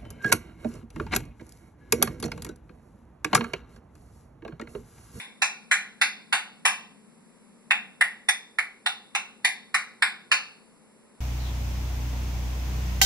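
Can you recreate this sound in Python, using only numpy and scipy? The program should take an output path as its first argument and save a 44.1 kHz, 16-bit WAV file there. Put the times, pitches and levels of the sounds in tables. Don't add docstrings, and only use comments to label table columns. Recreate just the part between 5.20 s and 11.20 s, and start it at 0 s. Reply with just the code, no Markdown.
import sys
import numpy as np
from scipy import signal
from scipy.fft import rfft, irfft, next_fast_len
from scipy.io import wavfile
from scipy.ndimage import uniform_filter1d, map_coordinates

SR = 44100
rng = np.random.default_rng(int(sys.argv[2]) if len(sys.argv) > 2 else 0)


def dump(signal):
    limited = np.clip(np.atleast_2d(signal).T, -1, 1)
    pcm = np.round(limited * 32767).astype(np.int16)
    wavfile.write(sys.argv[1], SR, pcm)


N = 264820
SOUND_SPEED = 343
MIC_GAP_M = 0.13
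SNAP_S = 0.005


def gain_of(db):
    return 10 ** (np.asarray(db) / 20)


def read(points, hz):
    f, value = np.transpose(points)
    return np.interp(np.log(hz + 1), np.log(f + 1), value)


def add(mix, s, sound):
    start = round(s * SR)
    part = mix[:, max(start, 0):]
    sound = sound[:, max(-start, 0):]
    part[:, :sound.shape[1]] += sound[:, :part.shape[1]]


def delayed(hz, seconds):
    return np.exp(-2j * np.pi * hz * seconds)


def peak(hz, centre_hz, width):
    return 1 / (1 + ((hz ** 2 - centre_hz ** 2) / ((hz + 1) * width)) ** 2)


def ringing(resonances, hz):
    return sum((gain_of(db) * peak(hz, f, width)) ** 2 for f, width, db in resonances)


def causal(gain):
    log_gain = np.log(np.maximum(gain, 1e-5))
    circle = np.concatenate([log_gain, log_gain[-2:0:-1]])
    return np.exp(np.conj(signal.hilbert(circle)))[:len(gain)]


def diffuse(pair, hz):
    same = np.sinc(2 * hz * MIC_GAP_M / SOUND_SPEED)
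    mid = pair[0] * np.sqrt((1 + same) / 2)
    side = pair[1] * np.sqrt((1 - same) / 2)
    return np.array([mid + side, mid - side])


def excitation(t, burst_db=-4, rise_s=0.0012, fall_s=0.00092):
    since = t - SNAP_S
    swell = np.exp(np.minimum(since / rise_s, -since / fall_s))
    burst = rng.standard_normal(len(t)) * swell
    push = gain_of(burst_db) * burst / np.linalg.norm(burst)
    push[round(SNAP_S * SR)] += 1
    return rfft(push)


def overtones(hz, ripple_db=4, from_hz=3200, spacing_hz=170):
    heights = rng.standard_normal(400)
    ripple = map_coordinates(heights, [hz / spacing_hz], order=3, mode="mirror")
    return gain_of(ripple_db * ripple * hz ** 2 / (hz ** 2 + from_hz ** 2))


# pitch in Hz, width in Hz, level in dB.
KNOCK = [(795, 187, 11), (1250, 700, 9)]
# pitch in Hz, width in Hz, level in dB against the click's own edge level.
EDGE = [(3600, 1400, 4), (6020, 2700, -2), (9540, 2200, 3)]


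def mouth_and_throat(hz, mouth_hz, width, pop_db, edge_db, bright_db, low_hz=580, pivot_hz=6000):
    octaves = np.clip(np.log2((hz + 1) / pivot_hz), -1, 1)
    edge_gain = gain_of(edge_db + bright_db * octaves)
    pop = ringing([(mouth_hz, width, pop_db)], hz)
    power = ringing(KNOCK, hz) + pop + edge_gain ** 2 * ringing(EDGE, hz)
    small_body = 1 / np.sqrt(1 + (low_hz / (hz + 1)) ** 8)
    return np.sqrt(power) * overtones(hz) * small_body


# pitch in Hz, width in Hz, height in dB of the peak added to a flat gain of 1.
CORNER = [(523, 100, 10), (722, 30, -1.5), (835, 110, -6), (1061, 28, 4), (1199, 9.1, -10.5), (1455, 38, 2),
          (1645, 110, -2.5), (1792, 150, -2), (2010, 59, -3), (2200, 32, -5), (2360, 17, 3),
          (2680, 21, -1.5), (2730, 48, -13), (3590, 90, 3.5), (3640, 69, -10.5), (4540, 62, -10.5),
          (8140, 43, -20.5), (10100, 150, -16)]


def corner(hz):
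    return 1 + sum(gain_of(db) * peak(hz, f, width) for f, width, db in CORNER)


# typical delay in seconds, level in dB against the direct sound.
WALLS = [(.0047, -4), (.0068, -4), (0.0102, -2.5), (.014, -7.5)]


def direct_and_walls(hz, ears, near_echo_s=0.0024, echo_db=-3, echo_sway=0.25, sway=0.12,
                     wall_spread_s=0.00006):
    echo_s = near_echo_s * np.exp(echo_sway * rng.standard_normal())
    paths = 1 + gain_of(echo_db) * delayed(hz, echo_s)
    for delay_s, db in WALLS:
        stretch, lean = rng.standard_normal(2)
        arrival_s = delay_s * np.exp(sway * stretch) + ears * wall_spread_s * lean
        paths = paths + gain_of(db) * delayed(hz, arrival_s)
    return paths


def scatter(t, first_per_s=900, fill_s=0.012):
    chance = np.minimum(first_per_s * (1 + (t / fill_s) ** 2) / SR, 1)
    signs = rng.choice([-1., 1.], (2, len(t)))
    struck = rng.random((2, len(t))) < chance
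    return signs * struck / np.sqrt(chance)


# pitch in Hz, seconds for the ring to fall by 60 dB.
KITCHEN = [(300, 0.67), (800, 0.56), (2000, 0.44), (4500, 0.55), (8000, 0.28), (11000, 0.32)]


def kitchen(taps, t, near_t60=0.19, far_db=-7, build_s=0.0012):
    hz, when, z = signal.stft(taps, SR, nperseg=256)
    t60 = read(KITCHEN, hz)[:, None]
    fading = z * np.exp(-np.log(1000) * when / t60)
    far = signal.istft(fading, SR, nperseg=256)[1][:, :len(t)]
    near = taps * np.exp(-np.log(1000) * t / near_t60)
    near, far = (x / np.sqrt((x ** 2).sum() / 2) for x in (near, far))
    return rfft((near + gain_of(far_db) * far) * (1 - np.exp(-t / build_s)))


# time of the snap in seconds, mouth resonance in Hz, its width in Hz, level of the mouth's pop
# in dB, level of the crisp edge in dB, brightness of the edge in dB per octave.
CLICKS = [(-0.0803, 2050, 1350, 22.5, 11.5, 3), (0.221, 2180, 1230, 24, 3, 1),
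          (0.5142, 1863, 1320, 24.5, 10, -3), (0.8153, 2030, 1370, 23.5, 10.5, 1),
          (1.127, 1960, 1330, 22.5, 4, -0.5), (1.4536, 2040, 1400, 25.5, 6, 1),
          (2.5092, 2266, 980, 26, 1.5, 0), (2.8116, 1980, 600, 30, -0.5, 13),
          (3.0886, 2065, 950, 23.5, 13.5, 1), (3.387, 2200, 930, 22, -4.5, 7.5),
          (3.6626, 2230, 1290, 19, 3.5, -3), (3.9509, 2460, 1300, 18.5, 5, 1),
          (4.248, 1960, 1230, 23, 7.5, -1.5), (4.5447, 2060, 1100, 22, 8, -3),
          (4.8235, 2110, 1510, 23, 8.5, -2.5), (5.117, 2194, 1600, 25, 5, -3)]
# time in seconds, direct sound and wall reflections against the room's ring in dB.
FACING = [(0, -6), (1.4, -8.5), (2.8, 0), (3.4, -1), (4, -5), (5.1, -6)]


def parrot(kept=0.22, thud_db=-43, right_db=0.7, size=32768):
    t, hz = np.arange(size) / SR, np.fft.rfftfreq(size, 1 / SR)
    ears = np.array([[-.5], [.5]])
    out = np.zeros((2, N))
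    standing = scatter(t)
    corner_gain = corner(hz)
    thud = gain_of(thud_db) / (1 + (hz / 300) ** 2)
    for s, mouth_hz, width, pop_db, edge_db, bright_db in CLICKS:
        body = mouth_and_throat(hz, mouth_hz, width, pop_db, edge_db, bright_db)
        ring = causal(body * corner_gain + gain_of(pop_db) * thud)
        paths = direct_and_walls(hz, ears)
        echoes = np.sqrt(kept) * standing + np.sqrt(1 - kept) * scatter(t)
        room = diffuse(kitchen(echoes, t), hz)
        direct_db = np.interp(s, *np.transpose(FACING))
        heard = excitation(t) * ring * (gain_of(direct_db) * paths + room)
        heard *= np.sqrt(np.mean(abs(ring) ** 2) / np.mean(abs(heard) ** 2))
        click = irfft(heard)[:, :size * 3 // 4]
        add(out, s - SNAP_S, gain_of(ears * right_db) * click)
    return out


def white_noise(count):
    return rfft(rng.standard_normal((count, N))) * np.sqrt(SR / 2)


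# pitch in Hz, level in dB before the overall air_db is added.
AIR = [(20, -30.5), (60, -22), (120, -6.5), (300, 1.5), (450, 4), (700, -7), (1000, -6.5), (1500, -12),
       (2200, -12), (3200, -17), (4500, -20.5), (6300, -20), (8000, -17), (9500, -13.5)]


def hiss(air_db=-88.5, own_noise_db=-100, own_hz=150):
    hz = np.fft.rfftfreq(N, 1 / SR)
    air = diffuse(white_noise(2), hz) * gain_of(air_db + read(AIR, hz))
    own = white_noise(2) * gain_of(own_noise_db) / (1 + (hz / own_hz) ** 2)
    return irfft(air + own, N)


# pitch in Hz, width in Hz, level in dB per Hz before the slow swell and the left-right balance.
HUM = [(164.2, 14, -84.5), (202, 18, -76), (224.2, 10, -76.5), (243, 63, -83.5)]
# time in seconds, change of level in dB.
HUM_LEVEL = [(0, 1.5), (2.7, 3.5), (3.4, -6), (4.2, 0), (6, -1.5)]


def appliance_hum(left_db=1.5, shared=0.69, turn=0.39):
    hz, t = np.fft.rfftfreq(N, 1 / SR), np.arange(N) / SR
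    sides = np.array([[1], [-1]])
    common, separate = white_noise(1), white_noise(2)
    drone = np.sqrt(shared) * common + np.sqrt(1 - shared) * separate
    drone = drone * np.exp(-1j * sides * turn)
    bands = sum(gain_of(db) * peak(hz, f, width) for f, width, db in HUM)
    swell_db = np.interp(t, *np.transpose(HUM_LEVEL))
    return irfft(drone * bands, N) * gain_of(swell_db + sides * left_db)


def scene():
    return parrot() + hiss() + appliance_hum()


# pitch in Hz, lead in radians.
PORTS = [(100, 1), (900, -0.07), (1550, -0.53), (2200, 2), (3100, 3.5), (3600, 4), (4400, -2), (5600, 0.4),
         (6300, 0.1), (7400, 2), (9400, 1.4), (10400, -0.1)]


def widen(x, from_hz=380, delay_samples=14):
    size = next_fast_len(N + SR // 10)
    hz = np.fft.rfftfreq(size, 1 / SR)
    lead = np.array([[.5], [-.5]]) * read(PORTS, hz)
    z = rfft(x, size) * np.exp(1j * lead)
    share = hz ** 2 / (hz ** 2 + from_hz ** 2)
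    other = delayed(hz, delay_samples / SR) * z[::-1]
    return irfft((z - share * other) / np.sqrt(1 + share ** 2), size)[:, :N]


def limit(x, threshold_db=-14, slope=0.8, recover_db_per_s=100):
    power = uniform_filter1d((x ** 2).mean(0), size=256)
    power_db = 10 * np.log10(abs(power) + 1e-12)
    fall = np.arange(N) * recover_db_per_s / SR
    held_db = np.maximum.accumulate(power_db + fall) - fall
    over_db = np.maximum(held_db - threshold_db, 0)
    return x / gain_of(slope * uniform_filter1d(over_db, size=128))


def record(dry, cutoff_hz=11150):
    low_pass = signal.firwin(401, cutoff_hz, window=("kaiser", 8), fs=SR)
    return signal.oaconvolve(limit(widen(dry)), low_pass[None], "same", axes=1)


dry = scene()
out = record(dry)
dump(out)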